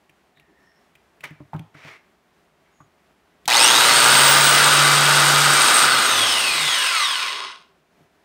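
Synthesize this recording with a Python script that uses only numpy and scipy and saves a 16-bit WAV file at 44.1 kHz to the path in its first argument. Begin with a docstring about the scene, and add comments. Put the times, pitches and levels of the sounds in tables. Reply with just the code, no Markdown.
"""A quiet workshop with a short echo, the microphone close to a corded biscuit joiner; distant noise throughout.
First small parts tick and squeak; then the tool knocks, scuffs and slides on board and bench: decaying bursts,
bench modes and filtered grit. The trigger clicks, the switch snaps and the motor spins up: gritty gear impacts,
filtered noise and sines locked to the shaft. Power ends and the tool coasts to rest with falling whines."""
import sys
import numpy as np
from scipy import signal
from scipy.io import wavfile
from scipy.ndimage import uniform_filter1d

SR = 44100
rng = np.random.default_rng(int(sys.argv[2]) if len(sys.argv) > 2 else 0)


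def volts(x):
    """Linear amplitude factor 10**(x/20) for a level x in dB, scalar or array-like."""
    e = np.asarray(x, float) / 20
    return 10 ** e


def bounce(signal):
    """Save signal as a 16-bit WAV file at the path given by the first command-line argument."""
    frames = np.transpose(np.atleast_2d(signal))
    limited = np.clip(frames, -1, 1)
    pcm = np.round(limited * 32767).astype(np.int16)
    wavfile.write(sys.argv[1], SR, pcm)


N = 363780

# distant workshop noise, shape only: f/Hz, density/dB
SHOP = [(15, -45), (25, -24), (64, -4), (123, -17), (157, -4), (326, -8.5), (394, -4), (476, -12),
        (695, -6.5), (775, -10), (1890, -14.5), (4870, -26), (16000, -36.5)]
SHOP_DB = -62  # middle of its slow swell
# small parts tick as the tool is carried: t/s, peak level/dB, f/Hz
TICKS = [(.095, -43, 2486), (.372, -48, 1848), (.398, -43, 2560), (.953, -42, 2458), (1.563, -46.5, 3030)]
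TICK_T60_S, TICK_THUD_DB = 0.03825, -57
# tool touches board or bench: t/s, snap peak level/dB, bench thud peak level/dB, snap f/Hz, snap t60/s
CONTACTS = [(1.207, -36.5, -56.5, 2679, 0.03986), (1.239, -22, -43.5, 2000, .05),
            (1.307, -38.5, -35.5, 1698, 0.02506), (1.402, -46.5, -33, 910.5, 0.0582),
            (1.532, -23, -33, 792.2, 0.0562), (1.545, -32.5, -22.5, 1022, 0.0733),
            (1.594, -36, -29, 2807, 0.01497), (1.747, -40.5, -38, 1241, 0.0401),
            (1.847, -48, -37, 490, 0.0308), (2.803, -41, -43.5, 1099, 0.0803),
            (8.004, -53, -49.5, 395.6, 0.03986)]
# trigger taken up, then contacts close: t/s, peak level/dB, f/Hz
SWITCH = [(3.456, -27, 3673), (3.478, -9.5, 7250)]
SWITCH_T60_S, SWITCH_THUD_DB = 0.025, -45
# higher snaps carry more broad crack: none at DULL_HZ, at most CRACK_SHARE
DULL_HZ, CRACK_PER_KHZ, CRACK_SHARE = 749.7, 0.15047, .4
# modes of the bench: f/Hz, relative level/dB, t60/s
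BENCH = [(60, -15.5, 0.12), (103.1, -6, 0.25), (146.78, 7, 0.15), (296.98, 0.5, 0.12), (360, -8.5, 0.11),
         (613.41, -3.5, 0.076), (767.4, -11.5, 0.027)]
# decay of the workshop echo: f/Hz, t60/s
ECHO = [(200, 0.23), (1000, 0.48), (4000, 0.39), (12000, 0.19)]
# rubbing on wood, shape only: f/Hz, density/dB
SLIDE = [(120, -42.5), (200, -16.5), (407, -6), (875, -6), (2240, -4), (14000, -35.5)]
# its raised peaks: f/Hz, width/Hz, added level/dB
SLIDE_PEAKS = [(2150, 700, 6), (4600, 280, 0), (5599.5, 392, 4.5)]
# faint fuzzy squeaks as the tool is handled: t/s, length/s, f/Hz, width/Hz, level/dB
SQUEAKS = [(.3, 0.6263, 1807, 200.2, -67), (0.62, 0.142, 1810, 100, -69.5), (0.349, 0.0629, 3800, 385, -63),
           (0.475, 0.07226, 324.9, 80, -58), (.55, 0.3463, 5403, 400, -74), (2.707, 0.1767, 6695, 400, -71)]
# fence scuffs the wood: t/s, peak level/dB, rise over 30 dB/s, fall over 30 dB/s
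SCUFFS = [(1.238, -35, 0.00912, 0.0854), (1.54, -45.5, 0.00296, 0.004), (1.59, -58, 0.0511, 0.0037),
          (2.662, -67.5, 0.0477, 0.37)]
# fence slides into place: t/s, level/dB
SLIDE_LEVEL = [(1.74, -72.5), (1.744, -55), (1.888, -43), (1.958, -50), (2.02, -71.5)]

POWER_ON, POWER_OFF = 3.478, 5.86  # s
TORQUE_HZ, TORQUE_TURNS = 120.08, .03  # twice the mains rate; phase in turns
PINION, WHEEL = 14, 32  # teeth
# shaft speed while powered: t/s, speed/(turns per s)
SPIN_UP = [(3.478, 0), (3.5, 55), (3.55, 128), (3.6, 174), (3.7, 228), (3.77, 262), (3.85, 282),
           (3.95, 297.5), (4.1, 311.5), (4.25, 319.8), (4.45, 326), (4.7, 329.5), (5.0, 331.3), (5.86, 333)]
FULL_SPEED = 333  # turns per s
# speed lost in coasting, to friction and to air: final loss/(turns per s), time constant/s
FRICTION = (630, 2.4)
AIR_DRAG = (8, .16)
# shared level of the six noise layers below: t/s, added level/dB
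LEVEL = [(3.48, 1), (3.49, -3.5), (3.56, 1.5), (3.75, 1.5), (4.15, 2.5), (4.6, 1), (5.06, -0.5),
         (5.8, 0.0033), (6.2, 0.0854), (6.55, -1.5), (6.9, .3), (7.1, -.6), (7.3, -1.5), (7.44, -3),
         (7.51, -9), (7.57, -18), (7.64, -31), (7.72, -46)]
# one law per layer: running level/dB, added at full strain/dB, coasting level/dB,
# lost as each turn lasts one full-speed turn longer/dB, most lost/dB
RATTLE_LAW = (-19.5, -3, -21, .7, 9.)
FAN_LAW = (-19.5, -22.5, -17.5, 24.5, 19.)
RING_LAW = (-25.5, -6, -27, 2.2, 40.)
AIR_LAW = (-18, -1.5, -23.5, 2.1, 40.5)
RUMBLE_LAW = (-27.5, -5, -29.5, 7.5, 20.5)
SHELL_LAW = (-28.5, 10.5, -31, 7., 2.)
# tool housing, shape only: f/Hz, density/dB
HOUSING = [(120, -67.5), (200, -43.5), (654, -16.5), (799, -20), (1130, -5.5), (1780, -5.5), (2920, -1),
           (5320, -10.5), (7120, -23.5), (9030, -17), (15600, -58.5)]
# its resonances: f/Hz, width/Hz, added level/dB
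HOUSING_PEAKS = [(1172.5, 40, 8.5), (1396, 66, -3), (2033.5, 72, 8.5), (2560, 70, 3.5), (2915.5, 200, 2),
                 (3321.9, 100, 5), (3800, 230, 7), (4400, 110, 7), (4859.6, 95, 4), (5193.4, 160, 8.5),
                 (6443.8, 500, 6.5)]
# tooth chatter near the mesh rate, its double and triple, ahead of the housing peaks:
# full at t/s, holds until t/s, level/dB, fall/(dB per s), settled level/dB
CHATTER = [(3.6, 3.85, -19, 40, -33), (3.53, 3.68, -14, 220, -60), (3.53, 3.57, -19.5, 170, -60)]
CHATTER_START_DB = -47
# the plastic shell booms lower under strain; coasting, it swells as the tooth rate passes through it
SHELL_HZ, SHELL_SAG_HZ, SHELL_COAST_HZ, SHELL_CATCH_DB, SHELL_CATCH_HZ = 981.52, 170, 1070, 3, 700
# groan as the gears nearly stall: f/Hz, width/Hz, relative level/dB
GROAN = [(400, 90, 0), (700, 110, -2)]
GROAN_DB, GROAN_SPEED, GROAN_SPREAD = -47, 33, 20  # speed and spread in turns per s
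# fan noise bands: f/Hz, width/Hz, relative level/dB
FAN = [(1250.8, 183, 5), (1406.7, 240, 7), (1498.6, 93, -9.5)]
# blade resonances: f/Hz, width/Hz, relative level/dB
BLADE = [(8001.7, 23, -8), (8310, 79, -19.5), (8516.6, 360, 12.5), (9053.7, 750, 7.5)]
# blade rings out briefly: t/s, width/s, added level/dB
BLADE_FLARES = [(3.64, .05, 9), (4.15, .4, 3), (5.76, .14, 7)]
# rushing air, shape only: f/Hz, density/dB
AIR = [(180, -49.5), (300, -26), (1070, -10), (1350, -2.5), (2290, -12), (3890, -11.5), (7790, -14),
       (8460, -17.5), (15600, -25)]
# its raised peaks: f/Hz, width/Hz, added level/dB
AIR_PEAKS = [(550, 100, 4), (3720, 250, 4), (3990, 70, 3), (4510, 80, 6), (4770, 100, 5), (6630, 120, 3)]
# low rumble, shape only: f/Hz, density/dB
RUMBLE = [(30, -58.5), (70, -35.5), (110, -17), (200, -12.5), (280, -8), (600, -4.5), (900, -3),
          (1200, -40), (2000, -100)]
# whines of fan blades, gear teeth and commutator bars: multiple of the shaft speed
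MULTIPLES = [7, 14, 15, 24, 25, 28, 48, 49, 72, 96, 120, 168]
# one row per multiple, ahead of path and housing: powered level/dB, coasting level/dB
WHINES = [(-32, -39), (-32, -26), (-37, -34), (-31, -30), (-45, -36), (-52, -36), (-46, -30), (-55, -35),
          (-47, -33), (-52, -39), (-52, -43), (-52, -48)]
# how well whines get out of the tool: f/Hz, added level/dB
WHINE_PATH = [(500, -35), (900, -14), (1150, 0), (1800, -2), (3300, 2), (4500, -6), (6000, -4), (7500, -10),
              (9000, -5), (11000, -11), (16000, -11)]
# double commutator whistle stands out while powered: f/Hz, added level/dB
WHISTLE = [(11000, 4), (12400, 22), (13700, 22), (14300, 8), (14950, 25), (15500, 33), (15900, 28)]
# bench takes up the turning of blade and shaft, ahead of pressure and sympathy
BLADE_TURN_DB, SHAFT_TURN_DB = -47.5, -50
# how firmly the tool bears on the bench: t/s, added level/dB
PRESSURE = [(3.6, -12), (4.2, 3), (4.7, -0.5), (4.8, 5.5), (5.5, 4.5), (5.74, -22.5), (5.93, -6),
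            (6.66, -5), (6.8, -44.5)]
# bench resonances under the turning: f/Hz, width/Hz, added level/dB
BENCH_SYMPATHY = [(60, 50, -7), (103.6, 14, 9), (145.87, 33, 14.5)]


def evened(x):
    """Scales to rms 1."""
    return x / np.sqrt(np.mean(x ** 2) + 1e-20)


def read(points, hz):
    """Reads a spectrum on a log-frequency axis."""
    f, value = np.transpose(points)
    return np.interp(np.log(hz + 1), np.log(f + 1), value)


def curves(rows):
    """Columns of a table at every sample."""
    s, *columns = np.transpose(rows)
    return [np.interp(np.arange(N) / SR, s, c) for c in columns]


def lift(at, peaks):
    """dB added near each peak, along frequency or time."""
    return sum(up_db / (1 + (2 * (at - centre) / width) ** 2) for centre, width, up_db in peaks)


def colour(points, peaks=()):
    """Causal response of a body: smooth spectrum with raised peaks, minimum phase."""
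    hz = abs(np.fft.fftfreq(8192, 1 / SR))
    db = read(points, hz) + lift(hz, peaks)
    log_gain = np.log(volts(np.maximum(db, -100)))
    return np.fft.ifft(np.exp(np.conj(signal.hilbert(log_gain)))).real[:4096]


def through(x, response):
    """Convolves and keeps the length."""
    return signal.oaconvolve(x, response)[:N]


def resonate(x, hz, width):
    """A resonance of gain 1 that can follow a curve: shifts to 0 Hz, smooths, shifts back."""
    turn = np.exp(2j * np.pi * np.cumsum(hz * np.ones(len(x))) / SR)
    r = np.exp(-np.pi * width / SR)
    return 2 * (turn * signal.lfilter([1 - r], [1, -r], x / turn)).real


def bands(x, peaks):
    """Steep resonances side by side, each passed twice; the sum has rms 1."""
    return evened(sum(volts(db) * evened(resonate(resonate(x, hz, w), hz, w)) for hz, w, db in peaks))


def grit(per_s, spread_db, smooth):
    """Impacts of uneven size over smooth noise, with steady power whatever their rate."""
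    chance = np.clip(per_s / SR, 1e-3, 1)
    size = volts(spread_db * np.minimum(rng.exponential(1, N), 4)) * rng.standard_normal(N)
    impacts = size * (rng.random(N) < chance) / np.sqrt(chance)
    return evened(impacts) + smooth * rng.standard_normal(N)


def wander(hz):
    """Slow chance of rms 1."""
    low_pass = signal.butter(2, hz, fs=SR, output="sos")
    return evened(signal.sosfilt(low_pass, rng.standard_normal(N)))


def shop():
    """Distant noise, shaped by frequency, that swells slightly."""
    return volts(SHOP_DB + wander(4)) * evened(through(rng.standard_normal(N), colour(SHOP)))


def ring(modes, chance):
    """Dying modes under a soft push, a little different at every blow; peak 1."""
    t = np.arange(SR // 3) / SR
    out = sum(volts(db + 3 * c - 60 * t / t60) * np.sin(2 * np.pi * hz * (1 + c / 35) * t)
              for (hz, db, t60), c in zip(modes, chance))
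    out = out * np.minimum(t / 0.0045, 1)
    return out / abs(out).max()


def knocks():
    """Each tick, contact or switch click snaps as a decaying noise burst and thuds in the bench modes."""
    out, t = np.zeros(N + SR), np.arange(SR // 3) / SR
    ticks = [(s, db, TICK_THUD_DB, hz, TICK_T60_S) for s, db, hz in TICKS]
    clicks = [(s, db, SWITCH_THUD_DB, hz, SWITCH_T60_S) for s, db, hz in SWITCH]
    for s, snap_db, bench_db, hz, t60 in ticks + list(CONTACTS) + clicks:
        chance = rng.standard_normal(len(t))
        broad = np.clip((hz - DULL_HZ) / 1000 * CRACK_PER_KHZ, 0, CRACK_SHARE)
        burst = chance * volts(-60 * t / max(t60, .005))
        crack = signal.lfilter([1], [1, -1.1, .35], np.diff(burst, prepend=0))
        snap = (1 - broad) * bands(burst, [(hz, hz / 2, 0)]) + broad * evened(crack)
        thud = ring(BENCH, chance[::-1])
        at = round(s * SR)
        out[at:at + len(t)] += volts(snap_db) * snap / abs(snap).max() + volts(bench_db) * thud
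    return out[:N]


def echo(x):
    """Sparse workshop reflections, each band dying at its own speed."""
    taps = np.zeros(SR // 2)
    at = np.arange(300, len(taps) - 20, 20)
    taps[at + rng.integers(0, 20, len(at))] = rng.choice([-1., 1.], len(at))
    hz, t, z = signal.stft(taps, SR, nperseg=256)
    tail = signal.istft(z * volts(-60 * t / read(ECHO, hz)[:, None]), SR, nperseg=256)[1]
    return through(x, tail / np.linalg.norm(tail))


def squeaks(t, rub):
    """Narrow bands of rubbing noise that swell and fade as half sines."""
    return sum(volts(db) * np.sin(np.pi * np.clip((t - s) / length, 0, 1)) * bands(rub, [(hz, width, 0)])
               for s, length, hz, width, db in SQUEAKS)


def scuffs(t, rub):
    """Short rubs of the fence on wood, rising and falling exponentially."""
    return rub * sum(volts(db - 30 * np.maximum((s - t) / rise, (t - s) / fall)) for s, db, rise, fall in SCUFFS)


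def slide(t, rub):
    """The fence slides into place: rubbing noise under one level curve."""
    return rub * volts(curves(SLIDE_LEVEL)[0]) * (t > SLIDE_LEVEL[0][0]) * (t < SLIDE_LEVEL[-1][0])


def handling():
    """Squeaks, scuffs and slide share one unsteady, gritty rub coloured by the wood."""
    t = np.arange(N) / SR
    rough = grit(5000., spread_db=4.0, smooth=1.6) * volts(1.2 * wander(40.))
    rub = evened(through(rough, colour(SLIDE, SLIDE_PEAKS)))
    return squeaks(t, rub) + scuffs(t, rub) + slide(t, rub)


def shaft_speed(t):
    """Spin-up curve, then the coast: friction brakes, air drag takes a little more at first."""
    lost = sum(turns * (1 - np.exp(-(t - POWER_OFF) / s)) for turns, s in (FRICTION, AIR_DRAG))
    return np.where(t < POWER_OFF, curves(SPIN_UP)[0], np.maximum(FULL_SPEED - lost, 0))


def layer_db(law, speed, powered, strain):
    """Level of a noise layer: strain acts under power, slowing takes level away in the coast."""
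    on_db, strain_db, off_db, loss_db, most_db = law
    slowed = FULL_SPEED / np.maximum(speed, 15) - 1
    coast_db = off_db - np.minimum(loss_db * slowed, most_db)
    return curves(LEVEL)[0] + powered * (on_db + strain_db * strain) + (1 - powered) * coast_db


def gear_rattle(teeth):
    """Tooth impacts heard through the housing."""
    housing = colour(HOUSING, HOUSING_PEAKS)
    return through(evened(teeth), housing / np.linalg.norm(housing))


def tooth_chatter(t, teeth, speed, powered):
    """Under power the teeth chatter in bands that follow the mesh rate and its multiples."""
    out = 0
    for k, (full, hold, db, fall, end_db) in enumerate(CHATTER, 1):
        times = [POWER_ON, full, hold, hold + (db - end_db) / fall]
        level = volts(np.interp(t, times, [CHATTER_START_DB, db, db, end_db]))
        out = out + powered * level * bands(teeth, [(k * PINION * speed, 380., 0)])
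    return out


def shell_boom(teeth, speed, powered, strain, db):
    """The teeth excite one shell resonance, which sags under strain."""
    hz = powered * (SHELL_HZ - SHELL_SAG_HZ * strain) + (1 - powered) * SHELL_COAST_HZ
    catch_db = lift(PINION * speed - hz, [(0.00245, SHELL_CATCH_HZ, SHELL_CATCH_DB)])
    return volts(db + (1 - powered) * catch_db) * bands(teeth, [(hz, 140., 0)])


def gear_groan(teeth, speed, powered):
    """Low bands of tooth noise in the coast, loudest at one shaft speed."""
    near_stall = np.exp(-((speed - GROAN_SPEED) / GROAN_SPREAD) ** 2)
    return (1 - powered) * volts(GROAN_DB) * near_stall * bands(teeth, GROAN)


def fan():
    """Noise in the fan's resonant bands."""
    return bands(rng.standard_normal(N), FAN)


def blade_ring(powered, pulse):
    """Unsteady taps, pulsed by motor torque under power, ring the blade's resonances."""
    taps = grit(4000., spread_db=-2.5, smooth=0.93) * np.maximum(1 + powered * pulse, 0)
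    return bands(taps * volts(2 * wander(60.)), BLADE)


def air_rush(powered, strain, pulse):
    """Coloured gritty noise that throbs with the torque."""
    rush = through(grit(9000., spread_db=4.2, smooth=0.83), colour(AIR, AIR_PEAKS))
    return evened(rush) * (1 + (0.09 * powered + 0.5 * strain) * pulse)


def rumble():
    """Low coloured noise."""
    return evened(through(rng.standard_normal(N), colour(RUMBLE)))


def shaft_whines(speed, turns, powered):
    """Sines at multiples of the shaft speed, wavering in level and dying as the shaft stops."""
    fading = np.clip(speed / 75, 0, 1) ** 2
    out = 0
    for k, (on_db, off_db) in zip(MULTIPLES, WHINES):
        db = powered * on_db + (1 - powered) * off_db + 2.8 * wander(7) + read(WHINE_PATH, k * speed)
        if k == 48:  # double commutator whistle
            db = db + powered * read(WHISTLE, k * speed)
        tone = np.sin(2 * np.pi * (k * turns + rng.random()))
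        out = out + volts(db) * np.sqrt(2) * fading * (k * speed < SR / 2) * tone
    return out


def bench_shake(speed, turns):
    """The bench takes up the turning of blade and shaft, most near its own resonances."""
    out = 0
    for turn_db, ratio in ((BLADE_TURN_DB, PINION / WHEEL), (SHAFT_TURN_DB, 1)):
        db = turn_db + curves(PRESSURE)[0] + lift(ratio * speed, BENCH_SYMPATHY)
        out = out + np.sqrt(2) * volts(db) * np.sin(2 * np.pi * ratio * turns)
    return out


def motor():
    """All running sounds follow one shaft; torque pulses at twice the mains rate."""
    t = np.arange(N) / SR
    speed = shaft_speed(t)
    powered = uniform_filter1d(1. * (t > POWER_ON) * (t < POWER_OFF), 200)
    strain = powered * np.clip(1 - speed / speed.max(), 0, 1)  # current is high until full speed
    pulse = np.cos(2 * np.pi * (TORQUE_HZ * (t - POWER_ON) + TORQUE_TURNS))
    turns = np.cumsum(speed * (1 + .0012 * wander(25.))) / SR
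    rattle_db, fan_db, ring_db, air_db, rumble_db, shell_db = (
        layer_db(law, speed, powered, strain)
        for law in (RATTLE_LAW, FAN_LAW, RING_LAW, AIR_LAW, RUMBLE_LAW, SHELL_LAW))
    ring_db = ring_db + lift(t, BLADE_FLARES)
    teeth = grit(3000 + 1.2 * PINION * speed, spread_db=4.5, smooth=.9)
    teeth = teeth * np.maximum(1 + (0.11 * powered + 1.9 * strain) * pulse, 0)
    # the housing lifts chatter and whines at its peaks
    tonal = tooth_chatter(t, teeth, speed, powered) + shaft_whines(speed, turns, powered)
    sound = through(tonal, colour([(20, -3), (20000, -3)], HOUSING_PEAKS))
    sound = sound + volts(rattle_db) * gear_rattle(teeth)
    sound = sound + shell_boom(teeth, speed, powered, strain, shell_db)
    sound = sound + gear_groan(teeth, speed, powered)
    sound = sound + volts(fan_db) * fan()
    sound = sound + volts(ring_db) * blade_ring(powered, pulse)
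    sound = sound + volts(air_db) * air_rush(powered, strain, pulse)
    sound = sound + volts(rumble_db) * rumble()
    sound = sound + bench_shake(speed, turns)
    return sound * (t > POWER_ON) * (t < LEVEL[-1][0])


def scene():
    """The tool close by, its echo and the distant shop."""
    near = knocks() + handling() + motor()
    return (near + volts(-14.0) * echo(near) + shop())[None]


def roll_off(x):
    """The treble ends steeply here."""
    return signal.sosfilt(signal.butter(12, 17070, fs=SR, output="sos"), x)


def record(dry):
    """The microphone overloads softly and loses deep bass; a steep low-pass then ends the treble."""
    overloaded = np.tanh(dry)
    thin = signal.sosfilt(signal.butter(2, 45., "high", fs=SR, output="sos"), overloaded)
    low_pass = signal.firwin(801, 15780, window=("kaiser", 8), fs=SR)  # cutoff in Hz
    mix = signal.oaconvolve(thin, low_pass[None], "same")
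    return roll_off(mix)


dry = scene()
out = record(dry)
bounce(out)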